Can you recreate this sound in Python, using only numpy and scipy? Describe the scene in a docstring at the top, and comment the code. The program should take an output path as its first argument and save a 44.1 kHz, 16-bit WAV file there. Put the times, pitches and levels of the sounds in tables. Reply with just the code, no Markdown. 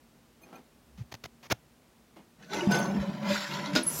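"""An open toilet tank is flushed in a small tiled bathroom, heard from just above.
Fingers make the lever squeak, rub and knock, then scuff the microphone in bursts of tiny random clicks.
The lever lifts the flapper and its arm clinks, as wavering sines, while resonant noise, ringing bubbles
and patchy spray gulp and splash down the drain. The flapper slaps shut with a noise burst and ringing;
the fill valve starts to hiss with patchy noise and squeals with wavering sines as the last water surges."""
import sys
import numpy as np
from scipy import signal
from scipy.fft import rfft, irfft
from scipy.io import wavfile
from scipy.ndimage import uniform_filter1d

SR = 44100
rng = np.random.default_rng(int(sys.argv[2]) if len(sys.argv) > 2 else 0)


def dump_mix(stems):
    """Bounce the given channels to the path in sys.argv[1] as a 16-bit WAV at rate SR."""
    frames = np.atleast_2d(stems).T  # one column per channel
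    limited = np.clip(frames, -1, 1)  # hard clip at full scale
    pcm = np.round(limited * 32767).astype(np.int16)
    wavfile.write(sys.argv[1], SR, pcm)


N = 176400
T = np.arange(N) / SR  # time in seconds

ROOM_T60_S, ROOM_DAMP_HZ = 0.18, 6800  # time for the echo to fall by 60 dB, and where its treble dulls
WATER_ROOM_DB = -2
SPRAY_PER_S = 5000


def from_db(db):
    """Turn decibels into a gain."""
    return 10 ** (np.asarray(db) / 20)


def rms_one(x):
    """Scale to unit power."""
    return x / np.sqrt(np.mean(x ** 2) + 1e-20)


def evened(x, window_s):
    """Hold the short-term power close to one."""
    window = max(int(window_s * SR), 8)
    power = np.abs(uniform_filter1d(x * x, window))
    return x / np.sqrt(power + 1e-9)


def coloured(x, colour):
    """Filter through (f/Hz, level/dB) points, with unit power gain and no sound ahead of its cause."""
    hz, db = np.transpose(colour)
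    bins_hz = np.arange(N + 1) * SR / (2 * N)
    gain = rms_one(from_db(np.interp(np.log(bins_hz + 1), np.log(hz), db)))
    # folding the cepstrum gives the filter its minimum delay
    cepstrum = irfft(np.log(gain))
    cepstrum[1:N] *= 2
    cepstrum[N + 1:] = 0
    return irfft(rfft(x, 2 * N) * np.exp(rfft(cepstrum)))[:N]


def band(x, low_hz, high_hz):
    """Keep only the frequencies between two limits."""
    return signal.sosfilt(signal.butter(3, [low_hz, high_hz], "band", fs=SR, output="sos"), x)


def drift(rate):
    """Smooth random wandering of unit power; a higher rate in Hz wanders faster."""
    r = np.exp(-2 * np.pi * rate / SR)
    noise = rng.standard_normal(N + SR // 2)
    return rms_one(signal.lfilter([1], [1, -2 * r, r * r], noise)[-N:])


def grains(per_s, spread_db=3):
    """Random clicks of uneven size, scaled to unit power."""
    born = rng.random(N) < per_s / SR
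    size = from_db(spread_db * np.minimum(rng.exponential(1, N), 4))
    return rms_one(born * rng.choice([-1, 1], N) * size)


def clicks(rows):
    """Place one click per (t/s, level/dB) row."""
    out = np.zeros(N)
    for s, db in rows:
        out[int(s * SR)] += from_db(db)
    return out


def ring(x, hz, t60):
    """A resonance: a unit click sets a sine of height one ringing, down 60 dB after t60 seconds."""
    r = from_db(-60 / (t60 * SR))
    w = 2 * np.pi * hz / SR
    return signal.lfilter([0, np.sin(w)], [1, -2 * r * np.cos(w), r * r], x + 1e-18)


def struck(hits, modes):
    """Hits ring the modes (f/Hz, level/dB, t60/s) of a body, with alternating sign."""
    out = 0
    for k, (hz, db, t60) in enumerate(modes):
        out = out + from_db(db) * ring(clicks(hits), hz, t60) * (-1) ** k
    return out


def stirred(modes):
    """Noise keeps resonances (f/Hz, width/Hz, level/dB) ringing, as turbulence does."""
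    out = 0
    for hz, width, db in modes:
        turbulence = np.diff(rng.standard_normal(N + 1))
        t60 = np.log(1000) / (np.pi * width)
        out = out + from_db(db) * rms_one(ring(turbulence, hz, t60))
    return out


def envelope(s, attack, hold, t60):
    """Rise in a line from time s, then fall exponentially once hold seconds have passed since s."""
    rise = np.clip((T - s) / attack, 0, 1)
    return rise * from_db(-60 * np.clip((T - s - hold) / t60, 0, 3))


def strokes(rows, attack, t60):
    """Sliding contacts (t/s, length/s, final level/dB, swell/dB) change in pressure and let go."""
    out = 0
    for s, length, db, swell in rows:
        pressure_db = db + swell * np.clip((T - s) / length - 1, -1, 0)
        out = out + envelope(s, attack, length, t60) * from_db(pressure_db)
    return out


def bowed(contacts, modes, swell, hold):
    """Sliding contacts (t/s, level/dB, tilt/dB per octave) make metal modes sing, then ring out."""
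    chatter_db, chatter_hz = 1.6, 112
    out = 0
    for hz, mode_db, t60 in modes:
        octaves = np.log2(hz / modes[1][0])  # distance from the second mode
        power = 0
        for s, db, tilt in contacts:
            power = power + (from_db(db + mode_db + tilt * octaves) * envelope(s, swell, hold, t60)) ** 2
        # the upper modes are rougher
        chatter = from_db(chatter_db * max(1 + octaves, .5) * drift(chatter_hz))
        out = out + np.sqrt(power) * chatter * np.sin(2 * np.pi * (hz * T + rng.random()))
    return out


def in_room(x, wet_db):
    """Add the dense, quickly dying echo of the tiles."""
    t = T[:SR // 2]
    tail = rng.standard_normal(len(t)) * from_db(-60 * t / ROOM_T60_S) * (t > .004)
    dull = np.exp(-2 * np.pi * ROOM_DAMP_HZ / SR)
    tail = signal.lfilter([1 - dull], [1, -dull], tail / np.sqrt(np.sum(tail ** 2)))
    return x + from_db(wet_db) * signal.fftconvolve(x, tail)[:N]


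def bubbles(per_s, low_hz, high_hz, cycles, rise):
    """Bubbles of uneven size ring for some cycles, rising in pitch as they near the surface."""
    out = np.zeros(N + SR)
    for when, pitch, size, chance in rng.random((5000, 4)):
        if chance < per_s * N / SR / 5000:
            hz = low_hz * (high_hz / low_hz) ** pitch
            age = np.linspace(0, 1, int(cycles / hz * SR))
            start = int(when * N)
            tone = np.sin(2 * np.pi * cycles * age * (1 + rise * age / 2))
            out[start:start + len(age)] += from_db(22 * size ** 2 - 50 * age) * tone
    return rms_one(out[:N])


def spatter():
    """Quick, uneven bursts in level, as of broken water."""
    spatter_db, spatter_hz = 1.17, 30
    return from_db(spatter_db * drift(spatter_hz))


def patchy(x):
    """Pockets in the water form and vanish: each narrow band swells and fades by itself."""
    patchy_db, patches_per_s = 5, 9
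    count = 80
    spectrum = rfft(x).astype(np.complex64)
    # 14 bands per octave, counted from 280 Hz
    octaves = np.log2(np.arange(len(spectrum)) * SR / N / 280 + 1e-9)
    slot = (14 * octaves).astype(int).clip(0, count - 1)
    knots = np.arange(200) / patches_per_s
    out = 0
    for k, row in enumerate(rng.standard_normal((count, len(knots) + 1))):
        swelling = from_db(patchy_db * row[1:].clip(-2, 2))
        out = out + irfft(spectrum * (slot == k), N) * np.interp(T + row[0] % 1, knots, swelling)
    return rms_one(out)


def background():
    """Quiet room noise with a faint wavering hum, made by noise ringing a narrow resonance."""
    floor_db, hum_db, hum_hz = -61.5, -68, 234.7
    # colour of the room noise: f/Hz, level/dB
    floor_colour = [(25, -9), (55, 3), (95, -10.5), (135, -3), (700, -13.5), (1600, -19.5), (16000, -31)]
    floor = coloured(rng.standard_normal(N), floor_colour)
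    return from_db(floor_db) * floor + from_db(hum_db) * stirred([(hum_hz, 5, 0)])


def handling():
    """Dry scuffs right at the microphone, each with a small final thud, and bumps."""
    lift_off_hz, lift_off_t60_s, lift_off_db = 118, 0.052, -4.5
    # scuffs on the microphone: t/s, length/s, final level/dB, swell/dB
    scuff_rows = [(0.975, 0.051, -62, -4.5), (1.114, 0.012, -38, 18), (1.1403, 0.00094, -32, 0),
                  (1.144, 0.008, -42, 16), (1.237, 0.0048, -34.5, 7), (1.245, 0.015, -40, 13),
                  (1.427, 0.043, -51, 1), (1.4992, 0.0254, -21, 17)]
    # colour of the scuffs: f/Hz, level/dB
    scuff_colour = [(30, -11), (160, -3), (2400, -5.5), (4000, -9.5), (6400, -11), (7400, -21.5),
                    (8500, -31.5), (11000, -23.5), (16000, -23)]
    # bumps and pops: t/s, half length/s, f/Hz, peak level/dB
    bump_rows = [(0.983, 0.08, 67, -49.5), (0.991, 0.01, 187, -40), (1.014, 0.011, 117, -30.5),
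                 (1.5273, 0.001, 770, -18.5), (3.003, 0.016, 62.4, -31), (3.744, 0.0092, 179, -23)]
    scuff = grains(9000, spread_db=-0.5) * strokes(scuff_rows, attack=0.0021, t60=0.015)
    scuff = coloured(scuff, scuff_colour)
    lift_offs = [(s + length, db + lift_off_db) for s, length, db, _ in scuff_rows]
    thud = ring(clicks(lift_offs), lift_off_hz, lift_off_t60_s)
    bumps = 0
    for s, half, hz, db in bump_rows:
        swing = np.sin(2 * np.pi * hz * (T - s))
        bumps = bumps + from_db(db) * np.exp(-((T - s) / half) ** 2) * swing
    return in_room(scuff + thud + bumps, wet_db=-28.5)


def lever():
    """The handle squeaks, rubs and knocks; its arm clinks against the stop and sings as it slides along it."""
    knock_s, crack_db, crack_t60_s = .528, -5.5, 0.013
    # the lever rubs in its seat: t/s, length/s, final level/dB, swell/dB
    rub_rows = [(.41, 0.18, -56, 6), (.526, 0.014, -54, -7), (2.16, 0.034, -55, -6)]
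    # colour of the rubs: f/Hz, level/dB
    rub_colour = [(50, -54), (190, 5), (900, -6), (2500, -17), (8500, -32.5)]
    # the handle squeaks: t/s, level/dB, tilt/dB per octave
    squeaks = [(.415, -67, 9), (.429, -55, -2.5), (.549, -55.5, -1)]
    # ring of the handle: f/Hz, level/dB, t60/s
    handle_modes = [(2460, 2.5, 0.047), (4240, -6.5, 0.046), (6298, -5, 0.09), (10810, -9.5, 0.07),
                    (13900, -8, 0.07)]
    # ring of the tank wall when the handle knocks on it: f/Hz, level/dB, t60/s
    knock_modes = [(778, -48.5, 0.14), (1346, -54.5, 0.19)]
    # the arm hits its stop: t/s, level/dB, tilt/dB per octave
    clinks = [(2.482, -54.5, 0), (2.543, -48.5, 4), (2.714, -29, 0.5), (2.788, -40.5, 4.5)]
    # ring of the arm: f/Hz, level/dB, t60/s
    arm_modes = [(697, -10.5, 1), (1498, 2, 0.42), (6310, -10, 0.28), (10800, -30, 0.29)]
    rub = coloured(grains(2500) * strokes(rub_rows, attack=0.0017, t60=0.053), rub_colour)
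    strength = 0
    for s, db, tilt in clinks:
        strength = strength + from_db(db + 2 * tilt + crack_db) * envelope(s, 0.00045, 0.0011, crack_t60_s)
    crack = band(grains(6300), 1970, 21000) * strength
    knock = struck([(knock_s, 0)], knock_modes)
    squeak = bowed(squeaks, handle_modes, swell=0.011, hold=0.011)
    clink = bowed(clinks, arm_modes, swell=0.0063, hold=0.032)
    return in_room(rub + crack + knock, wet_db=-1) + squeak + clink


def fill_valve():
    """The valve starts a sputtering hiss that swells while brief high squeals sound over it."""
    waver_hz, squeal_t60_s, rough_db = 108.6, 0.036, 3
    hiss_s, hiss_rise_s, hiss_db = 3.802, 0.19, -36
    # squeals: t/s, length/s, f/Hz, level/dB
    squeals = [(3.831, 0.0047, 10460, -29), (3.863, 0.023, 10770, -26.5), (3.892, 0.045, 10900, -48)]
    # colour of the hiss: f/Hz, level/dB
    hiss_colour = [(500, 5.5), (3000, -13), (4600, 1), (7600, 1), (9000, -3), (11800, 1.5), (12800, 0),
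                   (16000, -5)]
    squeal = 0
    for s, length, hz, db in squeals:
        phase = 2 * np.pi * np.cumsum(hz + waver_hz * drift(217)) / SR
        rough = from_db(db + rough_db * drift(220))
        squeal = squeal + np.sqrt(2) * np.sin(phase) * rough * envelope(s, 0.0052, length, squeal_t60_s)
    swelling = np.clip((T - hiss_s) / hiss_rise_s, 0, 1)
    hiss = coloured(patchy(grains(15000)), hiss_colour) * spatter() * swelling
    return in_room(squeal, wet_db=-2) + from_db(hiss_db) * hiss


def flapper():
    """The flapper slaps onto its seat and the water hammer rings the tank."""
    slap_s, slap_db, ring_delay_s = 3.751, -25, .01
    # colour of the slap: f/Hz, level/dB
    slap_colour = [(60, -16), (330, 3.5), (800, -9), (1400, -6.5), (5000, -7.5), (7000, -15), (8500, -28),
                   (11000, -24.5), (16000, -33)]
    # what the slap rings with: f/Hz, level/dB, t60/s
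    slap_modes = [(254, -24.5, 0.25), (330, -28, 0.33), (608, -25, 0.15), (1447, -21, 0.12),
                  (3750, -26, 0.11), (4950, -23.5, 0.072)]
    burst = grains(7000) * envelope(slap_s, attack=0.00078, hold=0.012, t60=0.12)
    slap = from_db(slap_db) * coloured(burst, slap_colour)
    return in_room(slap, wet_db=-1) + struck([(slap_s + ring_delay_s, 0)], slap_modes)


def plops():
    """Single loud bubbles and droplets swell, rise a little in pitch and ring, the lower ones longer."""
    swell_cycles, ring_cycles, rise = 7.1, 118, 0.028
    # single loud bubbles and droplets, in time order: t/s, f/Hz, level/dB
    plop_rows = [(2.526, 845, -33), (2.59, 1473, -32.5), (2.607, 2880, -29.5), (2.625, 590, -34.5),
                 (2.827, 5750, -34), (2.87, 558, -35), (3.02, 558, -32.5), (3.215, 565, -35),
                 (3.296, 574, -24), (3.665, 290, -33.5)]
    out = 0
    for s, hz, db in plop_rows:
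        swell, t60 = swell_cycles / hz, ring_cycles / hz
        pitch = hz * (1 + rise * np.clip((T - s) / t60, 0, 1))
        phase = 2 * np.pi * np.cumsum(pitch) / SR
        out = out + from_db(db) * np.sin(phase) * envelope(s, swell, swell, t60)
    return in_room(out, wet_db=-13.5)


def glugs():
    """Each trapped air pocket booms on one wavering pitch until the next one takes its place."""
    glug_t60_s, waver, rough_db = 0.27, 0.026, 3.5  # waver is a share of the pitch
    # air pockets glug in the drain: t/s, swell/s, hold/s, f/Hz, level/dB
    glug_rows = [(2.62, 0.0091, 0.032, 338.8, -32), (2.67, 0.0045, 0.012, 203.6, -22.5),
                 (2.774, 0.021, 0.027, 162.5, -37.5), (2.872, 0.022, 0.055, 198, -30.5),
                 (2.947, 0.0082, 0.034, 200.5, -26.5), (3.07, 0.013, 0.017, 189.3, -32),
                 (3.197, 0.073, 0.099, 203, -29)]
    out = np.zeros(N)
    for s, swell, hold, hz, db in glug_rows:
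        phase = 2 * np.pi * np.cumsum(hz * (1 + waver * drift(34.0))) / SR
        rough = from_db(db + rough_db * drift(51))
        boom = np.sqrt(2) * np.sin(phase) * rough * envelope(s, swell, hold, glug_t60_s)
        out = out * np.clip(1 - (T - s) / swell, 0, 1) + boom
    return out


def surging(t60, axis):
    """Strength of one level column of the surges; overlapping surges add in power."""
    # surges of water: t/s, swell/s, hold/s, boom level/dB, churn level/dB, splash level/dB
    surges = [(2.381, 0.023, 0.27, -55, -58, -65), (2.488, 0.062, 0.095, -41.5, -34.5, -41),
              (2.681, 0.033, 0.1, -29.5, -30, -40.5), (2.918, 0.041, 0.26, -39, -47, -52),
              (3.207, 0.065, 0.061, -39, -37.5, -42.5), (3.265, 0.049, 0.098, -75, -64, -32.5),
              (3.469, 0.045, 0.19, -39, -44.5, -43), (3.81, 0.07, 0.11, -42.5, -52.5, -51.5)]
    power = 0
    for s, swell, hold, *levels in surges:
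        power = power + (from_db(levels[axis]) * envelope(s, swell, hold, t60)) ** 2
    return np.sqrt(power)


def drain_boom():
    """Turbulent water keeps the low resonances of the drain booming."""
    gulp_db = -0.5
    # resonances of the drain: f/Hz, width/Hz, level/dB
    drain_modes = [(145, 9.5, -4.5), (149.4, 31, 1), (196.1, 9, 4), (307, 97, -2.5)]
    boom = evened(band(stirred(drain_modes), 135, 260), window_s=0.08)
    return from_db(gulp_db) * boom * surging(t60=1, axis=0)


def churning():
    """Bubbles and patchy wash churn, and the tank rings more as it empties."""
    bubble_db, wash_db, tank_db = -4, -5.5, 4.5
    tank_opens_s, tank_opening_s = 2.715, 1
    # colour of the wash: f/Hz, level/dB
    churn_colour = [(60, -25), (200, -2), (330, 5), (500, -0.5), (800, 3.5), (1200, -4), (2000, -12.5),
                    (5000, -32)]
    # resonances of the emptying tank: f/Hz, width/Hz, level/dB
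    tank_modes = [(584, 25, 0.5), (931, 28, -3), (996, 10.5, -1), (1367, 72, -4)]
    burble = in_room(bubbles(300, 279.4, 1125, cycles=77.6, rise=0.27), WATER_ROOM_DB)
    burble = evened(burble, window_s=0.078)
    wash = coloured(patchy(grains(SPRAY_PER_S)), churn_colour)
    emptying = np.clip((T - tank_opens_s) / tank_opening_s, 0, 1)
    hollow = evened(band(stirred(tank_modes), 500, 2100), window_s=0.12) * emptying
    churn = from_db(bubble_db) * burble + from_db(wash_db) * wash + from_db(tank_db) * hollow
    return churn * surging(t60=0.99, axis=1)


def splashing():
    """Crackling spray and small ringing droplets follow the surges and short splats of thrown water."""
    spray_db, droplet_db = -2.5, -4.5
    splat_swell_s, splat_t60_s = 0.0047, 0.2
    # colour of the spray: f/Hz, level/dB
    splash_colour = [(300, -70), (900, -13), (1500, 3), (4000, -1), (6500, -6.5), (7400, -9), (8400, -26),
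                     (10500, -15), (16000, -24.5)]
    # short splats of thrown water: t/s, level/dB
    splat_rows = [(2.422, -54), (2.53, -35.5), (2.715, -33), (2.742, -37.5), (2.996, -43.5), (3.535, -38),
                  (3.729, -39.5)]
    drops = in_room(bubbles(700, 1299, 6115, cycles=75, rise=0.18), WATER_ROOM_DB)
    spray = coloured(patchy(grains(SPRAY_PER_S, spread_db=0.0)), splash_colour)
    spray = rms_one(in_room(spray, WATER_ROOM_DB))
    splash = (from_db(spray_db) * spray + from_db(droplet_db) * drops) * spatter()
    splats = 0
    for s, db in splat_rows:
        splats = splats + from_db(db) * envelope(s, splat_swell_s, splat_swell_s, splat_t60_s)
    return splash * np.hypot(surging(t60=0.84, axis=2), splats)


def water():
    """The flush adds up the boom of the drain, the churning bubbles and the splashing spray."""
    return drain_boom() + churning() + splashing()


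def scene():
    """All sources at one microphone."""
    surroundings = background() + handling()
    mechanism = lever() + fill_valve() + flapper()
    flush = plops() + glugs() + water()
    return (surroundings + mechanism + flush)[None]


def record(dry):
    """The deepest bass rolls off and the top is cut steeply."""
    low_cut_hz, cutoff_hz = 64, 15900
    thin = signal.sosfilt(signal.butter(2, low_cut_hz, "high", fs=SR, output="sos"), dry)
    return signal.sosfilt(signal.ellip(12, .1, 80, cutoff_hz, fs=SR, output="sos"), thin)


dry = scene()
out = record(dry)
dump_mix(out)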